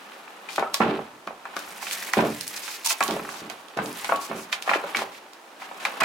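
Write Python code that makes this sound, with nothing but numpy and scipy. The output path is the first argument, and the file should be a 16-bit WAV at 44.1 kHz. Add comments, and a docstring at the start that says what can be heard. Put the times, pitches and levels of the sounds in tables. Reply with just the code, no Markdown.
"""Split firewood knocks and rings as it is pulled from a stack and dropped into a fabric bag on a deck.
Each log lands with a thud that sets the boards going, then rocks until it settles. Rough faces scrape,
splinters snap, one log squeaks down its neighbour, and glove, bag and bark rustle between the blows.
The walls of a small wood store add a short echo, and a soft outdoor hush lies under it all."""
import sys
import numpy as np
from scipy import signal
from scipy.fft import rfft, irfft
from scipy.io import wavfile
from scipy.ndimage import uniform_filter1d

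SR = 44100
rng = np.random.default_rng(int(sys.argv[2]) if len(sys.argv) > 2 else 0)


def pcm_store(signal):
    """Save signal as 16-bit PCM."""
    levels = np.round(np.clip(np.atleast_2d(signal), -1, 1) * 32767)
    wavfile.write(sys.argv[1], SR, levels.astype(np.int16).T)


N = 266672
TIME = np.arange(N) / SR

# Tone of the outdoor air. Each row: frequency in Hz, level in dB.
AIR_TONE = [(30, -55), (90, -48), (150, -32), (270, 7.5), (850, 8.5), (1400, 2.5), (3000, -5), (6000, -8.5),
            (10000, -13.5), (16000, -20)]
# One rough face drags over another. Each row: start and length in seconds, level in dB, pitch in Hz.
SCRAPES = [(0.031, 0.041, -52, 1700), (0.125, 0.036, -46.5, 1800), (0.486, 0.105, -40, 4800),
           (0.807, 0.11, -46, 1800), (1.795, 0.17, -39.5, 6470), (1.921, 0.021, -28.5, 9700),
           (2.557, 0.029, -33, 6500), (2.603, 0.18, -37, 6300), (2.843, 0.033, -26, 6940),
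           (2.881, 0.056, -22.5, 7100), (2.915, 0.026, -39, 1330), (3.278, 0.15, -42, 5950),
           (3.814, 0.098, -44, 10300), (4.072, 0.049, -42.5, 9150), (4.203, 0.073, -38, 7340),
           (4.343, 0.12, -43.5, 8000), (4.515, 0.029, -35, 3440), (4.648, 0.14, -33.5, 1650),
           (4.944, 0.1, -33.5, 3180), (5.109, 0.091, -46, 3060), (5.59, .09, -42, 1990),
           (5.792, 0.061, -40, 2240), (6.002, 0.015, -22, 2020)]
# Modes of dry split logs. Each row: frequency in Hz, level in dB, t60 in seconds.
LOG_MODES = [(522, -19.5, 0.11), (702, -0.5, 0.03), (805, 2, 0.04), (909, -4.5, 0.063), (1015, 2, 0.045),
             (1173, 0, 0.034), (1426, 3.5, 0.033), (1682, -0.5, 0.044), (1937, 4, 0.02), (2213, 3, 0.026),
             (2296, 3.5, 0.033), (2551, 8.5, 0.026), (3500, -33, 0.12), (3660, -43, 0.033)]
# Faders for glove and logs on the move. Each row: time in seconds, rub in dB, bark crackle in dB.
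HANDLING_FADERS = [(1.0, -46, -59.5), (1.29, -56.5, -84), (1.58, -40.5, -47.5), (1.73, -45, -47),
                   (1.87, -44, -39.5), (2.01, -42, -35), (2.18, -40, -42), (2.39, -88, -41.5),
                   (2.53, -43.5, -42), (2.94, -54, -46.5), (3.07, -62, -41.5), (3.33, -38, -48.5),
                   (3.53, -48.5, -56), (3.78, -49.5, -62.5), (3.99, -43.5, -39), (4.27, -43, -48.5),
                   (4.43, -45.5, -54), (4.61, -48, -56), (4.88, -38, -49), (5.05, -45.5, -52),
                   (5.31, -53, -71), (5.61, -49.5, -63), (5.86, -38.5, -46), (6.05, -37.5, -50.5)]
# Tone of the rubbing. Each row: frequency in Hz, level in dB.
RUB_TONE = [(200, -31), (450, -3), (800, 1.5), (1300, 2.5), (1900, -3.5), (2600, -3.5), (4000, -9),
            (8000, -39), (16000, -51)]
# Tone of the bark flakes. Each row: frequency in Hz, level in dB.
BARK_TONE = [(1000, -16), (2000, 3), (3500, -0.5), (5500, 1), (8000, -0.5), (11000, 0), (15500, -4.5)]
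# Tone of the bag's rumble. Each row: frequency in Hz, level in dB.
BAG_TONE = [(25, -60), (90, -61), (140, -16), (200, -3.5), (350, -3.5), (550, -5), (1200, -2.5),
            (4000, -65)]
# Wood strikes wood. Each row: start in seconds, level in dB, contact pitch in Hz,
# pan as left over right in dB, extra resonance in dB.
KNOCK_HITS = [(0.278, -36, 2400, 3, 3), (0.487, -28.5, 2350, 6, 10), (0.58, -8.5, 980, 3.5, 0),
              (0.595, -21, 800, 11, 4), (0.624, -12.5, 805, 0, 3), (0.742, -30.5, 1210, -3, 14),
              (0.803, -8.5, 800, -8.5, 2.5), (0.815, -17, 1050, -2, 13), (0.924, -27, 624, -10, 3),
              (0.99, -19, 920, -4, -4), (1.274, -18.5, 1200, 2, 0), (1.306, -28.5, 770, -3, 3.5),
              (1.453, -22, 1280, 1, 1), (1.565, -16, 1230, 5, -1.5), (1.825, -27, 1430, -12, 4.5),
              (1.868, -20, 2430, -6, -4), (2.135, -9, 1770, -4, -3), (2.173, -19, 910, -1, 3),
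              (2.187, -11.5, 840, -5, 7.5), (2.239, -16, 530, -10, -2), (2.678, -23.5, 2430, -10.5, 0.5),
              (2.859, -41, 960, -10, 16), (2.906, -18, 2170, -5, 4.5), (3.006, -8.5, 1260, -4, 3),
              (3.022, -27, 1490, -11, 10), (3.099, -23.5, 710, -8, 8), (3.165, -20.5, 594, -3, -5),
              (3.194, -22.5, 1140, 1, 2), (3.25, -23, 1390, 0, -10), (3.289, -23, 1340, -8, -1),
              (3.501, -26, 910, 1, 5), (3.772, -26, 977, -6, 11), (3.787, -16.5, 870, 1, 7.5),
              (4.044, -31, 2370, -0.5, 16.5), (4.091, -14.5, 990, -2, 6), (4.112, -25, 1230, -10, 4),
              (4.121, -6, 1030, 9.5, -5.5), (4.312, -20.5, 830, -7, 2.5), (4.527, -5.5, 3400, -0.5, -4.5),
              (4.675, -19, 905, 3, 10), (4.692, -10, 1680, 0.5, 6.5), (4.713, -11, 990, -3, 2.5),
              (4.734, -9, 1800, 0.5, 4.5), (4.756, -15.5, 555, 2, -7), (4.837, -21.5, 675, -2, 6.5),
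              (4.947, -11, 2200, 3, -2.5), (4.968, -20, 2190, -14, -9), (4.989, -19, 1370, 2, 2),
              (5.018, -19.5, 790, 0, 3.5), (5.618, -27.5, 1180, 2, 5.5), (5.712, -31.5, 820, 1, 12),
              (5.851, -14.5, 2100, 3, 5.5), (5.866, -31.5, 800, -5, 16.5), (6.016, -11, 1370, -5, 6.5),
              (6.036, -14.5, 1550, -3, 12.5)]
# Bark and splinters break. Each row: start in seconds, level in dB, pitch in Hz, pan in dB.
SNAP_HITS = [(0.5591, -18.5, 4000, 1.5), (0.594, -24, 3460, -3), (0.7419, -8.5, 5720, -0.5),
             (1.272, -31, 2920, 0), (1.453, -37, 3160, 1), (1.5653, -21.5, 4800, 1),
             (1.5907, -27.5, 6400, -5), (1.91, -17, 3680, -1), (1.931, -34, 7500, 5),
             (2.1335, -15, 5470, -1), (2.1804, -22.5, 3750, -6), (2.4089, -19, 6740, -5),
             (2.4772, -18, 10380, 0), (2.8598, -11, 10240, -2), (2.8715, -11.5, 6500, -1),
             (3.005, -20.5, 7600, -3), (3.0268, -14.5, 4060, -3), (3.036, -15.5, 11200, 0),
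             (3.0785, -21, 4720, -8), (3.1081, -21, 5260, -1.5), (3.4982, -22.5, 3490, -6),
             (3.683, -37.5, 3970, -8), (3.7722, -26.5, 4170, -2), (3.8584, -26, 4670, -4),
             (3.9274, -31.5, 9450, -4), (3.971, -36, 4570, -4), (4.0442, -21, 4630, 1),
             (4.1593, -23, 4130, 0), (4.5263, -17.5, 3530, 2), (4.6231, -20.5, 4560, -1),
             (4.96, -26, 6000, -1), (4.9686, -17, 3870, -5.5), (5.3326, -35, 4500, -2),
             (5.8506, -18.5, 3930, -6), (6.0336, -19, 4600, -1)]
# Modes of a splinter. Each row: multiple of its pitch, level in dB, t60 in seconds.
SPLINTER_MODES = [(0.6, 15, 0.0097), (.85, 6.5, 0.014), (1.002, 2, 0.038), (1.25, -44, 0.0067),
                  (1.6, -67, 0.0052), (2, -46, 0.0062)]
# A log's weight meets bag or stack. Each row: start in seconds, level in dB, push pitch in Hz,
# settling time in seconds.
LOG_LANDINGS = [(0.58, -27, 454, 0.047), (0.803, -15.5, 374, 0.17), (1.271, -36.5, 310, 0.021),
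                (1.565, -35, 370, 0.014), (2.17, -14.5, 456, 0.14), (3.006, -30.5, 554, 0.098),
                (3.087, -21.5, 360, .15), (3.418, -37, 270, .12), (3.768, -26, 340, 0.17),
                (4.091, -31, 520, 0.12), (4.298, -30, 320, 0.12), (4.691, -36, 510, 0.11),
                (4.959, -31.5, 457, 0.1), (6.012, -29.5, 312, 0.088)]
# Modes of the boards under bag and stack. Each row: frequency in Hz, level in dB, t60 in seconds.
BOARD_MODES = [(83, -20, 0.19), (149.2, -17, 0.9), (180.3, 3.5, 0.1), (218.2, 4, 0.17), (255.7, 0, 0.3),
               (296.3, 5.5, 0.16), (340, 5.5, 0.086), (386, -0.5, 0.3), (436, 6, 0.19), (599, 6.5, 0.087),
               (750, 9.5, 0.035)]
# A log bounces free and rings. Each row: start in seconds, note in Hz, level in dB, t60 in seconds.
RING_NOTES = [(0.624, 1340, -26.5, 0.13), (0.741, 1115, -31, 0.15), (2.136, 1940, -16, 0.021),
              (2.859, 913, -35.5, 0.35), (3.006, 1119, -21, 0.25), (4.121, 1119, -21.5, 0.33),
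              (4.839, 577, -26, 0.076), (4.947, 2268, -15.5, 0.055), (5.851, 2410, -12.5, 0.022),
              (6.008, 1103, -20.5, 0.1)]
# Bending modes of a free log. Each row: multiple of its note, level in dB, share of its t60.
BENDING_MODES = [(0.838, -12, 1), (.975, -7.5, 0.98), (0.999, 3, 0.94), (1.525, -30, .7), (1.95, -14, 0.25)]
# Path of the squeak. Each row: time in seconds, pitch in Hz, level in dB.
SQUEAK_PATH = [(0.646, 1175, -50), (0.661, 1240, -35), (0.675, 1305, -24.5), (0.685, 1360, -42),
               (0.71, 1380, -44), (0.733, 1320, -41)]
# Decay of the store's echo. Each row: frequency in Hz, t60 in seconds.
STORE_DECAY = [(100, 0.84), (300, 0.4), (1000, 0.38), (3000, 0.2), (8000, 0.053), (16000, 0.17)]
# Stereo width of two close microphones. Each row: frequency in Hz, side gain in dB.
STEREO_WIDTH = [(30, -22), (125, -28), (250, -13), (500, -10), (1000, -4), (2000, -2), (5000, -2.5),
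                (16000, -2)]


def amp(db):
    """Decibels to gain."""
    return 10 ** (np.asarray(db) / 20)


def unit_rms(x):
    """Scales to rms 1."""
    return x / np.sqrt(np.mean(x ** 2) + 1e-20)


def curve_at(points, hz):
    """Reads a table on a log-frequency axis."""
    f, value = np.transpose(points)
    return np.interp(np.log(hz + 1), np.log(f), value)


def equalise(x, tone):
    """Filters by a tone curve in dB."""
    return irfft(rfft(x) * amp(curve_at(tone, np.fft.rfftfreq(N, 1 / SR))), N)


def band(x, low_hz, high_hz, order=2):
    """Band-pass, at least an octave wide."""
    high_hz = min(high_hz, .47 * SR)
    edges = [min(low_hz, high_hz / 2), high_hz]
    return signal.sosfilt(signal.butter(order, edges, "band", fs=SR, output="sos"), x)


def add(mix, s, sound, pan_db=0):
    """Places a sound in the stereo mix at s seconds; positive pan leans left."""
    part = mix[:, max(round(s * SR), 0):][:, :sound.shape[-1]]
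    part += (sound * amp([[pan_db / 2], [-pan_db / 2]]))[:, :part.shape[1]]


def resonance(modes, t, detune):
    """Decaying modes of one piece, detuned since no two are the same size; each side has its own phases."""
    hz, db, t60 = np.transpose(modes)[:, :, None]
    hz = hz * (1 + detune * rng.uniform(-1.07, 1, hz.shape))
    phase = 2 * np.pi * rng.random((2, len(modes), 1))
    return (amp(db - 60 * t / t60) * np.sin(2 * np.pi * hz * t + phase)).sum(1)


def slips(per_s, spread_db):
    """Stick-slip clicks, scattered in size and between left and right."""
    size = amp(spread_db * np.minimum(rng.exponential(1, N), 4)) * (rng.random(N) < per_s / SR)
    angle = rng.uniform(-.25, .75, N) * np.pi
    return size * rng.choice([-1, 1], N) * np.array([np.cos(angle), np.sin(angle)])


def trigger(drive, response):
    """Plays a response from every sample of the drive, cut to the drive's length."""
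    return signal.oaconvolve(drive, response, axes=1)[:, :drive.shape[1]]


def outdoor_hush(level_db=-48):
    """A soft, steady bed of open air."""
    return amp(level_db) * unit_rms(equalise(rng.standard_normal((2, N)), AIR_TONE))


def bark_crunch(per_s=700, spread_db=3.8, cycles=1.8, sizes=24):
    """Bark flakes of many sizes tick densely, each size at its own pitch for a few cycles."""
    out, t = np.zeros((2, N)), np.arange(512) / SR
    for hz in np.geomspace(1100, 15500, sizes):
        age = t * hz / cycles
        flake = age * np.exp(-2 * age) * np.sin(2 * np.pi * hz * t)
        when, chance, side = rng.random((3, round(per_s * N / SR)))
        strength = amp(spread_db * np.minimum(-np.log(chance), 5))
        angle = 2 * np.pi * side
        ticks = np.zeros((2, N))
        ticks[:, (when * N).astype(int)] = strength * np.array([np.cos(angle), np.cos(angle + 1)])
        out += amp(curve_at(BARK_TONE, hz)) * unit_rms(trigger(ticks, flake[None]))
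    return unit_rms(out)


def settling(age, settle_s, drop_db=17.5, bend=2.1):
    """Envelope of a landed log's motion: it holds, then dies away, drop_db down at settle_s."""
    return (age >= 0) * amp(-drop_db * (np.maximum(age, 0) / settle_s) ** bend)


def handling(rub_db=-1, bark_db=1, rumble_db=-6, grind_db=-15, sag_db=-17, jostle_db=-7, flake_db=-7):
    """Glove, bark and bag rub in clumps of slips; logs jostle, shed flakes and grind as they settle."""
    times, *faders = np.transpose(HANDLING_FADERS)
    rubbing, crackling = (amp(np.interp(TIME, times, db)) for db in faders)
    weight = sum(amp(db) * settling(TIME - s, settle_s) for s, db, _, settle_s in LOG_LANDINGS)
    drift = uniform_filter1d(uniform_filter1d(rng.standard_normal(N), size=600), size=300)
    clumps = amp(2 * unit_rms(drift))
    rub = unit_rms(equalise(clumps * slips(per_s=3000, spread_db=4), RUB_TONE))
    tap = resonance(LOG_MODES, TIME[:SR // 10], detune=0.08)
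    jostle = unit_rms(equalise(trigger(slips(per_s=100, spread_db=4), tap), RUB_TONE))
    crunch = unit_rms(clumps * bark_crunch())
    burst = rng.standard_normal((2, SR // 50)) * amp(-60 * TIME[:SR // 50] / 0.04)
    flakes = unit_rms(equalise(trigger(slips(per_s=32, spread_db=0), burst), BARK_TONE))
    bag = unit_rms(equalise(rng.standard_normal((2, N)), BAG_TONE))
    friction = (amp(rub_db) * rubbing + amp(grind_db) * weight) * (rub + amp(jostle_db) * jostle)
    crackle = amp(bark_db) * crackling * (crunch + amp(flake_db) * flakes)
    rumble = (amp(rumble_db) * rubbing + amp(sag_db) * weight) * bag
    return friction + crackle + rumble


def scrapes(rasp_db=-12):
    """Dense slips swell and stop as a log drags, and rasp in its modes."""
    out, friction = np.zeros((2, N)), slips(per_s=5000, spread_db=-5)
    for s, length_s, db, hz in SCRAPES:
        stroke = friction[:, round(s * SR):][:, :round(length_s * SR)]
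        drag = band(stroke, hz * .5, hz * 1.17, order=1)
        drag = unit_rms(band(drag, 260, 24000))
        rasp = unit_rms(trigger(drag, resonance(LOG_MODES, TIME[:SR // 20], detune=0.047)))
        fade = signal.windows.tukey(drag.shape[1], .4)
        add(out, s, amp(db) * (drag + amp(rasp_db) * rasp) * fade)
    return out


def push(low_hz, high_hz, order=2):
    """The short pressure swing of one contact, peak 1."""
    pulse = band(signal.unit_impulse(2048), low_hz, high_hz, order)
    return pulse / abs(pulse).max()


def chatter(pulse, graze_db=-12, rebound_db=-12, lead_s=0.001586, scatter_s=.005, rebounds=3):
    """Split faces never meet flat: a ridge grazes first, the face lands, and it rebounds a few times."""
    contacts = np.zeros((2, SR // 40))
    add(contacts, 0, amp([graze_db]))
    add(contacts, lead_s, np.ones(1))
    for late, flip, lean in rng.random((rebounds, 3)):
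        rebound = amp([rebound_db]) * np.sign(flip - .5)
        add(contacts, 2 * lead_s + scatter_s * late, rebound, pan_db=10 * (lean - .5))
    return signal.fftconvolve(contacts, pulse[None], axes=1)


def excite(pulse, body):
    """A pulse sets a body going; the answer has rms 1 over its first 10 ms."""
    answer = signal.fftconvolve(pulse[None], body, axes=1)[:, :body.shape[1]]
    return answer / np.sqrt(np.mean(answer[:, :round(SR / 100)] ** 2))


def knocks(body_db=-14, pile_db=-1, pile_t60=0.11, attack_s=0.003, body_low_hz=650):
    """A hard transient at contact, then the logs' short modes and the blur of the pile they touch."""
    out, t = np.zeros((2, N)), np.arange(SR // 8) / SR
    for s, db, hz, pan_db, resound_db in KNOCK_HITS:
        transient = chatter(push(hz * .5, hz * 1.288, order=3))
        pile = unit_rms(rng.standard_normal((2, len(t))) * amp(-60 * t / pile_t60))
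        log = unit_rms(resonance(LOG_MODES, t, detune=0.058))
        body = (log + amp(pile_db) * pile) * (1 - np.exp(-t / attack_s))
        blow = push(min(hz * .5, body_low_hz), hz * 1.82)  # even a sharp contact reaches the low modes
        add(out, s, amp(db) * transient, pan_db)
        add(out, s, amp(db + body_db + resound_db) * excite(blow, body), pan_db)
    return out


def snaps(trim_db=-3, crack_t60=0.0065, tail_db=-16, tail_t60=0.23, buzz_db=-11,
          tear_s=0.0015, strain_db=-15, strain_s=0.003):
    """Fibres strain and tear for a few milliseconds, break in a burst, and the splinter buzzes briefly."""
    out, t = np.zeros((2, N)), np.arange(SR // 10) / SR
    age = np.maximum(t - tear_s, 0)
    attack = np.minimum(t / tear_s, 1) ** 2
    decay = amp(-60 * age / crack_t60) + amp(tail_db - 60 * age / tail_t60)
    strain = amp(strain_db) * np.exp((t - t[-1]) / strain_s)  # swells into the break
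    for s, db, hz, pan_db in SNAP_HITS:
        fibres = band(rng.standard_normal((2, len(t))), hz * .5, hz * 1.17, order=1)
        fibres = unit_rms(band(fibres, 610, 23000))
        splinter = [(min(ratio * hz, SR / 2), level, t60) for ratio, level, t60 in SPLINTER_MODES]
        buzz = amp(buzz_db) * resonance(splinter, t, detune=0.108)
        add(out, s, amp(db + trim_db) * (fibres * decay + buzz) * attack, pan_db)
        add(out, s - t[-1], amp(db + trim_db) * fibres * strain, pan_db)
    return out


def thuds(push_db=-1, boards_db=-6, clack_db=-15, rock_db=-1, rock_gap_s=.027, contacts=9,
          shake_db=-27, shake_t60=0.59, sway_db=-19):
    """A soft heavy push rings the boards and shakes the floor; the log rocks and clacks until it settles."""
    out, t = np.zeros((2, N)), np.arange(SR // 3) / SR
    for s, db, hz, settle_s in LOG_LANDINGS:
        for k, (late, firmness) in enumerate(rng.uniform(-1.015, 1, (contacts, 2))):
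            age = (k + 0.1993 * late) * rock_gap_s if k else 0
            gain = amp(db + (rock_db if k else 0)) * settling(age, settle_s)
            push_hz = hz * (1 + 0.23 * firmness)
            pulse = push(push_hz * 0.45, push_hz * 1.87, order=3)
            boards = excite(pulse, resonance(BOARD_MODES, t[:SR // 5], detune=0.019)[:1])
            clack = excite(push(push_hz, push_hz * 2.2), resonance(LOG_MODES, t[:SR // 16], detune=0.035))
            add(out, s + age, gain * amp(push_db) * pulse)
            add(out, s + age, gain * amp(boards_db) * boards)
            add(out, s + age, gain * amp(clack_db) * clack)
        shake = unit_rms(band(rng.standard_normal(len(t)), 42, 240)) * amp(-60 * t / shake_t60)
        sway = unit_rms(band(rng.standard_normal(len(t)), 125, 230, order=4)) * settling(t, settle_s)
        add(out, s, amp(db + shake_db) * shake + amp(db + sway_db) * sway)
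    return out


def log_rings(attack_s=0.0018):
    """A log bounces free and sounds a clear note: a close pair of bending modes over weaker ones."""
    out, t = np.zeros((2, N)), np.arange(SR // 2) / SR
    for s, hz, db, t60 in RING_NOTES:
        note = sum(amp(level - 60 * t / (share * t60)) * np.sin(2 * np.pi * ratio * hz * t)
                   for ratio, level, share in BENDING_MODES)
        add(out, s, amp(db) * note * (1 - np.exp(-t / attack_s)))
    return out


def squeak(pitch_waver=0.014, level_flutter=0.27):
    """A log slides down its neighbour; stick and slip lock into a thin, unsteady note."""
    times, hz, db = np.transpose(SQUEAK_PATH)
    out, t = np.zeros((2, N)), np.arange(times[0], times[-1], 1 / SR)
    wobble = unit_rms(uniform_filter1d(rng.standard_normal(len(t)), size=200))
    cycles = np.cumsum(np.interp(t, times, hz) * (1 + pitch_waver * wobble)) / SR
    envelope = amp(np.interp(t, times, db)) * (1 + level_flutter * wobble)
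    add(out, times[0], envelope * np.sin(2 * np.pi * cycles))
    return out


def store_echo(send, density=.06, predelay_s=.004):
    """Close wooden walls: sparse echoes whose treble dies first."""
    taps = rng.standard_normal((2, SR // 2)) * (rng.random((2, SR // 2)) < density)
    taps[:, :round(predelay_s * SR)] = 0
    hz, t, spectrum = signal.stft(taps, SR, nperseg=256)
    decay = amp(-60 * t / curve_at(STORE_DECAY, hz)[:, None])
    tail = signal.istft(spectrum * decay, SR, nperseg=256)[1]
    return trigger(send, tail / np.linalg.norm(tail[0]))


def scene(knock_send_db=-9, thud_send_db=-11, bark_send_db=-9):
    """All the wood, its echo in the store, and the hush of the air."""
    wood, weight = knocks(), thuds()
    bark = snaps() + scrapes() + handling()
    echo = store_echo(amp(knock_send_db) * wood + amp(thud_send_db) * weight + amp(bark_send_db) * bark)
    return outdoor_hush() + bark + wood + weight + log_rings() + squeak() + echo


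def record(dry, ceiling=.8, balance_db=-0.87, low_cut_hz=42, high_cut_hz=16100):
    """Peaks are rounded off, two close microphones share the bass, and both band edges are trimmed."""
    rounded = dry / (1 + (dry / ceiling) ** 4) ** .25
    mid = rounded.mean(0)
    side = equalise((rounded[0] - rounded[1]) / 2, STEREO_WIDTH)
    pair = np.array([mid + side, mid - side]) * amp([[balance_db / 2], [-balance_db / 2]])
    pair = signal.sosfilt(signal.butter(2, low_cut_hz, "high", fs=SR, output="sos"), pair)
    high_cut = signal.firwin(511, high_cut_hz, window=("kaiser", 9), fs=SR)
    return signal.oaconvolve(pair, high_cut[None], "same")


dry = scene()
out = record(dry)
pcm_store(out)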